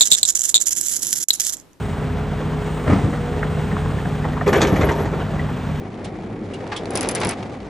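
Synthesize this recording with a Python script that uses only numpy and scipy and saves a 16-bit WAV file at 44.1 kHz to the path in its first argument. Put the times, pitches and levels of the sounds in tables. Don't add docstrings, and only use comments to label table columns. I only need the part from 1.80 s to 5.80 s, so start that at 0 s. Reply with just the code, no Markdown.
import sys
import numpy as np
from scipy import signal
from scipy.fft import rfft, irfft
from scipy.io import wavfile
from scipy.ndimage import map_coordinates

SR = 44100
rng = np.random.default_rng(int(sys.argv[2]) if len(sys.argv) > 2 else 0)


def store_pcm(level_fs):
    pcm = np.round(np.clip(level_fs, -1, 1) * 32767).astype(np.int16)
    wavfile.write(sys.argv[1], SR, np.atleast_2d(pcm).T)


N = 4 * SR
TIME, HIT_TIME = np.arange(N) / SR, np.arange(SR * 3 // 4) / SR
GRAINS_PER_S = 2500


def amp(db):
    return 10 ** (np.asarray(db) / 20)

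def unit(x):
    return x / np.sqrt(np.mean(x ** 2) + 1e-20)

def unit_hit(x):
    return x / np.sqrt(np.sum(x ** 2) / (.03 * SR) + 1e-20)

def curve(rows, column=1):
    rows = np.array(rows)
    return np.interp(TIME, rows[:, 0], rows[:, column])

def add(mix, start, sound):
    part = mix[round(start * SR):][:len(sound)]
    part += sound[:len(part)]

def shape(x, gain_db):
    size = 8192
    hz = abs(np.fft.fftfreq(size, 1 / SR)) + 1
    log_gain = np.log(amp(np.maximum(gain_db(hz), -100)))
    taps = np.fft.ifft(np.exp(np.conj(signal.hilbert(log_gain)))).real[:size // 2]
    return signal.fftconvolve(x, taps)[:len(x)]

def colour(x, points):
    hz, db = np.transpose(points)
    return shape(x, lambda f: np.interp(np.log(f), np.log(hz), db))

def resonate(x, hz, octaves):
    return shape(x, lambda f: -20 * np.log10(1 + (np.log2(f / hz) / octaves / 2) ** 2 * 2))

def drift(per_s):
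    knots = rng.standard_normal(400)
    return unit(map_coordinates(knots, [TIME * per_s + 10], order=3, mode="wrap"))

def grains(size, per_s):
    clicks = (rng.random(size) < per_s / SR) * rng.choice([-1, 1], size)
    return clicks * amp(3 * np.minimum(rng.exponential(1, size), 4))

def fade(rise_s, t60):
    decay = np.exp(-np.log(1000) * np.maximum(HIT_TIME - rise_s, 0) / t60)
    return np.minimum(HIT_TIME / rise_s, 1) * decay

def burst(rise_s, t60):
    return grains(len(HIT_TIME), GRAINS_PER_S) * fade(rise_s, t60)

def ring(modes, rise_s=.007):
    return unit_hit(sum(amp(db) * fade(rise_s, t60) * np.sin(2 * np.pi * (hz * HIT_TIME + rng.random()))
                        for hz, db, t60 in modes))

def tone(hz, waver_hz=1.34, waver_db=2):
    level = np.sqrt(2) * amp(waver_db * drift(9.8))
    cycles = np.cumsum(hz + waver_hz * drift(12)) / SR
    return level * np.sin(2 * np.pi * (cycles + rng.random()))


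def tree_echo(x):
    tail = colour(burst(rise_s=.084, t60=.5), [(100, -14.5), (1000, -11.5), (4000, -19.5), (10000, -15.5)])
    return amp(-22) * signal.fftconvolve(x, tail / np.linalg.norm(tail))[:N]


# pitch in Hz, level in dB.
ENGINE_TONES = [(49.8, -27.5), (84, -34.5), (151.8, -26.5), (167.5, -40.5), (186, -36.5), (209.5, -36),
                (250.5, -36), (641, -53.5)]
# frequency in Hz, relative level in dB.
ROAR_SPECTRUM = [(21, -25), (34, -47), (45.5, -10), (81, 1.9), (116, 0.8), (181, -6), (241, -7.5),
                 (322, -15.5), (452, -19), (562, -26), (802, -18.5), (1255, -21.5), (1905, -24.6),
                 (2405, -29.5), (3405, -32), (4805, -43), (8305, -45), (9505, -49.5), (12005, -41),
                 (15505, -49)]
# time in seconds, gain in dB.
ROAR_TREBLE = [(0, -0.1), (.9, 0.8), (2, 2), (2.6, 0.2), (3.3, -0.6), (4, 0.7)]

def engines(firing_hz=41.8):
    throb = 1 + .48 * np.sin(2 * np.pi * np.cumsum(firing_hz + 2.83 * drift(8)) / SR)
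    roar = unit(colour(rng.standard_normal(N), ROAR_SPECTRUM))
    low = signal.sosfilt(signal.butter(1, 700, fs=SR, output="sos"), roar)
    flicker = amp(curve(ROAR_TREBLE) + .88 * drift(70))
    hum = sum(amp(db) * tone(hz) for hz, db in ENGINE_TONES)
    return amp(-24.6) * (low * throb + (roar - low) * flicker) + hum


# time in seconds, pitch in Hz, then whine, upper whine and hiss in dB.
PUMP_LOAD = [(0, 416, -32.5, -46, -47.2), (.12, 416.8, -32.5, -46, -47.2), (.4, 417.8, -33.5, -43, -65),
             (.7, 419.1, -34, -46, -55), (.95, 419.8, -32, -40.5, -45.5), (1.25, 421.1, -35, -36, -49),
             (1.5, 420.2, -33.5, -32.5, -53), (1.7, 420.5, -32, -35.5, -52),
             (1.95, 421.1, -31.5, -47.2, -50), (2.27, 421.1, -34.8, -48, -49.2),
             (2.5, 422.7, -38.8, -46, -60), (3.2, 416.2, -48, -60.2, -70.2),
             (4, 414.3, -41.2, -46.2, -74.2)]
# frequency in Hz, relative level in dB.
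OIL_SPECTRUM = [(5500, -43), (7000, -5), (7700, -18), (8200, 1), (8800, -12.5), (10000, -8.5)]

def hydraulics():
    hz, whine_db, upper_db, hiss_db = (curve(PUMP_LOAD, column) for column in range(1, 5))
    hz = hz + 3.49 * drift(46)
    flow = rng.standard_normal(N)
    whistle = amp(-9.5) * unit(resonate(flow, hz=8190, octaves=.012))
    oil = unit(colour(flow, OIL_SPECTRUM)) + whistle
    upper_hz = 1.143 * hz
    upper_whine = tone(upper_hz) + amp(-6) * tone(1.5 * upper_hz)
    return amp(whine_db) * tone(hz) + amp(upper_db) * upper_whine + amp(hiss_db) * oil


# time in seconds, level in dB.
SIZZLE_LEVEL = [(2.65, -88), (2.668, -41), (2.78, -38.5), (2.92, -45), (3.03, -42), (3.15, -49),
                (3.24, -44), (3.28, -62), (3.44, -61), (3.55, -76), (3.7, -58), (3.8, -76), (4, -65)]

def high_sizzle(hz=11520):
    tink = rng.standard_normal(len(HIT_TIME)) * fade(rise_s=1 / SR, t60=.06)
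    shake = signal.fftconvolve(grains(N, per_s=400), tink)[:N]
    tinkle = unit(resonate(shake, hz, octaves=.018))
    sizzle = amp(-7) * unit(resonate(shake, hz, octaves=.09))
    return amp(curve(SIZZLE_LEVEL)) * (tinkle + sizzle)


# time in seconds, level in dB.
POUR_LEVEL = [(2.66, -29), (2.75, -18.5), (2.92, -20), (3.1, -19), (3.3, -26), (3.5, -26.5), (3.7, -30),
              (4, -35)]
# frequency in Hz, relative level in dB.
SOIL_SPECTRUM = [(40, 5.5), (65, 5), (150, -3), (420, 0.5), (700, -3), (1100, -8.5), (2000, -20.5),
                 (4500, -32), (7000, -37), (12000, -45)]

def soil_pour():
    patter = grains(N, GRAINS_PER_S) * amp(2 * drift(45))
    return amp(curve(POUR_LEVEL)) * unit(colour(patter, SOIL_SPECTRUM))


# start in seconds, level in dB, pitch in Hz,
# bandwidth in octaves, t60 of the contact in seconds.
STONE_HITS = [(1.066, -27, 590, 0.065, 0.064), (1.183, -28, 792, 0.045, .07),
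              (1.627, -30, 1720, 0.12, 0.04), (1.628, -30, 1080, 0.33, .05),
              (1.917, -38, 1770, 0.077, 0.039), (1.967, -27.5, 990, 0.18, 0.004),
              (2.059, -33.5, 1095, 0.41, 0.026), (2.103, -40, 1207, 0.22, 0.022),
              (2.185, -39, 1770, 0.069, 0.02), (2.251, -31.5, 720, 0.067, 0.057),
              (2.253, -35, 1530, 0.14, 0.029), (2.441, -35, 1860, 0.077, 0.056),
              (2.451, -27, 830, 0.28, 0.045), (2.451, -31.5, 397, 0.15, .03), (2.533, -40, 1840, .1, 0.022),
              (2.568, -28, 960, 0.35, 0.18), (2.609, -30.5, 1830, 0.061, 0.046),
              (2.611, -28.5, 1150, 0.25, 0.058), (2.612, -26, 730, 0.074, .05),
              (3.03, -21.5, 630, 0.036, 0.071), (3.101, -23.5, 925, 0.013, 0.16),
              (3.197, -31.5, 820, 0.11, 0.049), (3.592, -31, 1980, .09, 0.067),
              (3.688, -34.5, 940, 0.32, 0.065)]

def stones():
    out = np.zeros(N)
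    distance = signal.butter(6, 2530, fs=SR, output="sos")
    for start, db, hz, octaves, t60 in STONE_HITS:
        click = resonate(burst(.00061, t60), hz, octaves)
        add(out, start, amp(db) * unit_hit(signal.sosfilt(distance, click)))
    return out


def thud(hz, octaves=.51, steepness=27.6):
    push = burst(rise_s=.006, t60=.125)
    dull = shape(push, lambda f: -steepness * np.log10(1 + (np.log2(f / hz) / octaves / 2) ** 4 * 2))
    return unit_hit(dull)


# start in seconds, thud in dB, thud pitch in Hz, boom in dB, crumble in dB.
CLOD_HITS = [(1.062, -34, 130, -38, -31), (1.068, -12.3, 104, -25, -24.5), (1.091, -9.5, 141, -27, -21.5),
             (1.118, -17, 200, -12, -21.5), (1.147, -31, 130, -17.5, -29), (1.178, -23, 170, -28, -31),
             (1.235, -15, 106, -20.5, -33), (1.268, -20.5, 191, -22, -42), (1.321, -30, 130, -22.5, -28.5),
             (1.359, -22.5, 101, -36, -38), (1.905, -21, 130, -43, -37), (1.93, -22, 158, -44, -48),
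             (2.261, -24, 111, -31, -47), (2.679, -27, 130, -25, -28), (2.719, -18.5, 145, -28, -34),
             (2.818, -19, 130, -18, -24), (2.918, -17, 149, -14, -30.5), (2.986, -20.5, 168, -24, -31),
             (3.005, -13.5, 62, -22, -25), (3.185, -23, 110, -30, -31)]
# mode in Hz, relative level in dB, t60 in seconds.
BED_MODES = [(107, -3.5, 0.1), (192.3, -0.5, 0.21), (273.2, -5, 0.36), (314, -2.5, 0.15), (522, -28, 0.31),
             (701, -27, 0.41), (780, -27, 0.24)]
# frequency in Hz, relative level in dB.
CRUMBLE_SPECTRUM = [(201, -16), (401, -9.2), (561, 3.5), (901, -5), (1301, -2.1), (1551, -9.5),
                    (1801, -5.5), (2501, -16.5), (4501, -31), (8001, -37), (12001, -43.1), (16001, -61.1)]
GRIT_SPECTRUM = [(1500, -5), (3000, 1.5), (4500, -8), (7500, -10), (12000, -21), (16000, -34)]

def clods():
    out = np.zeros(N)
    for start, thud_db, thud_hz, boom_db, crumble_db in CLOD_HITS:
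        add(out, start, amp(thud_db) * thud(thud_hz))
        add(out, start, amp(boom_db) * ring(BED_MODES))
        crumble = unit_hit(colour(burst(rise_s=.015, t60=.125), CRUMBLE_SPECTRUM))
        grit = unit_hit(colour(burst(rise_s=.015, t60=1), GRIT_SPECTRUM))
        add(out, start, amp(crumble_db) * (crumble + amp(-17) * grit))
    return out


# start in seconds, then body, clang and clash in dB.
BUCKET_KNOCKS = [(2.659, -22, -20, -45), (2.672, -12, -19, -34), (2.725, -15, -12.5, -32),
                 (2.753, -14.2, -20, -35.5), (2.775, -31, -21, -46), (2.802, -26, -19, -37),
                 (2.812, -19.5, -17, -21.5), (2.843, -20, -23, -39), (2.866, -35, -23, -34.5),
                 (2.892, -18, -33, -56), (2.956, -23, -24, -41), (3.005, -39, -21, -37),
                 (3.027, -17.5, -22, -46), (3.083, -23, -22, -45), (3.111, -22, -33, -40.5),
                 (3.18, -24.5, -32, -51), (3.202, -25.5, -41, -56), (3.25, -32, -30.5, -49),
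                 (3.328, -23.5, -35, -58), (3.397, -29, -30, -60)]
# mode in Hz, relative level in dB, t60 in seconds.
BUCKET_MODES = [(345, -10.5, 0.21), (391.3, -7, 0.37), (410, -0.5, 0.24), (431.4, -7.5, 0.22),
                (475.5, -9.5, 0.2), (529, -8.5, 0.2), (636, -13.5, 0.3), (755, -19, 0.46),
                (814, -19.5, 0.22), (909, -22, 0.21), (1056, -24, 0.18), (1170, -24, 0.29),
                (1218, -19, 0.098), (1770, -22, 0.33)]
PIN_MODES = [(3352, -4, 0.23), (3530, -6, .18), (3910, 0, 0.16), (4150, 1, 0.17), (4310, 2, 0.18),
             (5606, 3, 0.13), (5905, 0, 0.12), (6140, -5, .1), (6702, -2, .11), (6850, -3, 0.1)]
# frequency in Hz, relative level in dB.
CLANG_SPECTRUM = [(151, -18.5), (301, 6.5), (521, 6), (751, 0.5), (1301, -1.8), (1901, -4.2), (2701, -11),
                  (3501, -16), (4801, -35), (9001, -41)]
CLASH_SPECTRUM = [(1500, -2.5), (2800, -9), (3500, 3), (4300, -2), (4800, -5.5), (5900, 1.5), (6900, 1),
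                  (8000, -9), (9300, -15.5), (12000, -18), (16000, -33)]

def bucket(rise_s=.003):
    out = np.zeros(N)
    for start, body_db, clang_db, clash_db in BUCKET_KNOCKS:
        contact = burst(rise_s, t60=.04)
        add(contact, rise_s, amp([-3.5]) * np.linalg.norm(contact))
        clang = signal.fftconvolve(contact, burst(rise_s, t60=.13))[:len(HIT_TIME)]
        clash = signal.fftconvolve(contact, burst(rise_s, t60=.085))[:len(HIT_TIME)]
        add(out, start, amp(body_db) * ring(BUCKET_MODES))
        add(out, start, amp(clang_db) * unit_hit(colour(clang, CLANG_SPECTRUM)))
        pins = amp(-9) * ring(PIN_MODES)
        add(out, start, amp(clash_db) * (unit_hit(colour(clash, CLASH_SPECTRUM)) + pins))
    return out


def scattered(x):
    spectra = signal.stft(x, nperseg=512)[2]
    jumbled = spectra * np.exp(2j * np.pi * rng.random(spectra.shape))
    return signal.istft(jumbled, nperseg=512)[1][:N] * np.sqrt(2)


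# frequency in Hz, lead of the left port in radians.
LEFT_LEAD = [(1000, 0), (2300, .2), (3200, .7), (4500, .45), (5500, 0), (8600, 0), (9100, -1.5),
             (10050, -3.1), (10330, -3.17), (11000, -4.6), (11850, -6.25), (12400, -6.35), (13000, -7.9),
             (13250, -9.4), (14350, -9.45), (14800, -11.2), (15250, -12.55)]

def microphone_ports(x):
    hz, radians = np.transpose(LEFT_LEAD)
    lead = np.interp(np.log(np.fft.rfftfreq(N, 1 / SR) + 1), np.log(hz), radians)
    turn = np.exp(.5j * lead)
    return irfft(rfft(x) * np.array([turn, turn.conj()]), N)


# frequency in Hz, gain in dB.
SIDE_GAIN = [(30, -36), (60, -27), (125, -18), (250, -15.5), (1000, -15.5), (2000, -14), (5000, -19),
             (8000, -15), (12000, -13)]

def scene():
    dumping = clods() + stones() + bucket() + soil_pour()
    mid = dumping + tree_echo(dumping) + high_sizzle() + engines() + hydraulics()
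    side = colour(scattered(mid), SIDE_GAIN)
    return microphone_ports(mid) + np.array([side, -side])


# frequency in Hz, gain in dB.
MIC_RESPONSE = [(9000, -2), (9600, -0.5), (10200, -2.5), (11000, -6), (12000, -13), (13000, -17),
                (14000, -13), (15000, -11)]

def record(dry, low_cut_hz=55, ceiling=.88, top_hz=15800):
    heard = np.array([colour(channel, MIC_RESPONSE) for channel in dry])
    heard = signal.sosfilt(signal.butter(4, low_cut_hz, "high", fs=SR, output="sos"), heard)
    heard = heard / (1 + (heard / ceiling) ** 8) ** (1 / 8)
    band_limit = signal.firwin(511, top_hz, window=("kaiser", 9), fs=SR)
    return signal.oaconvolve(heard, band_limit[None], "same")


dry = scene()
out = record(dry)
store_pcm(out)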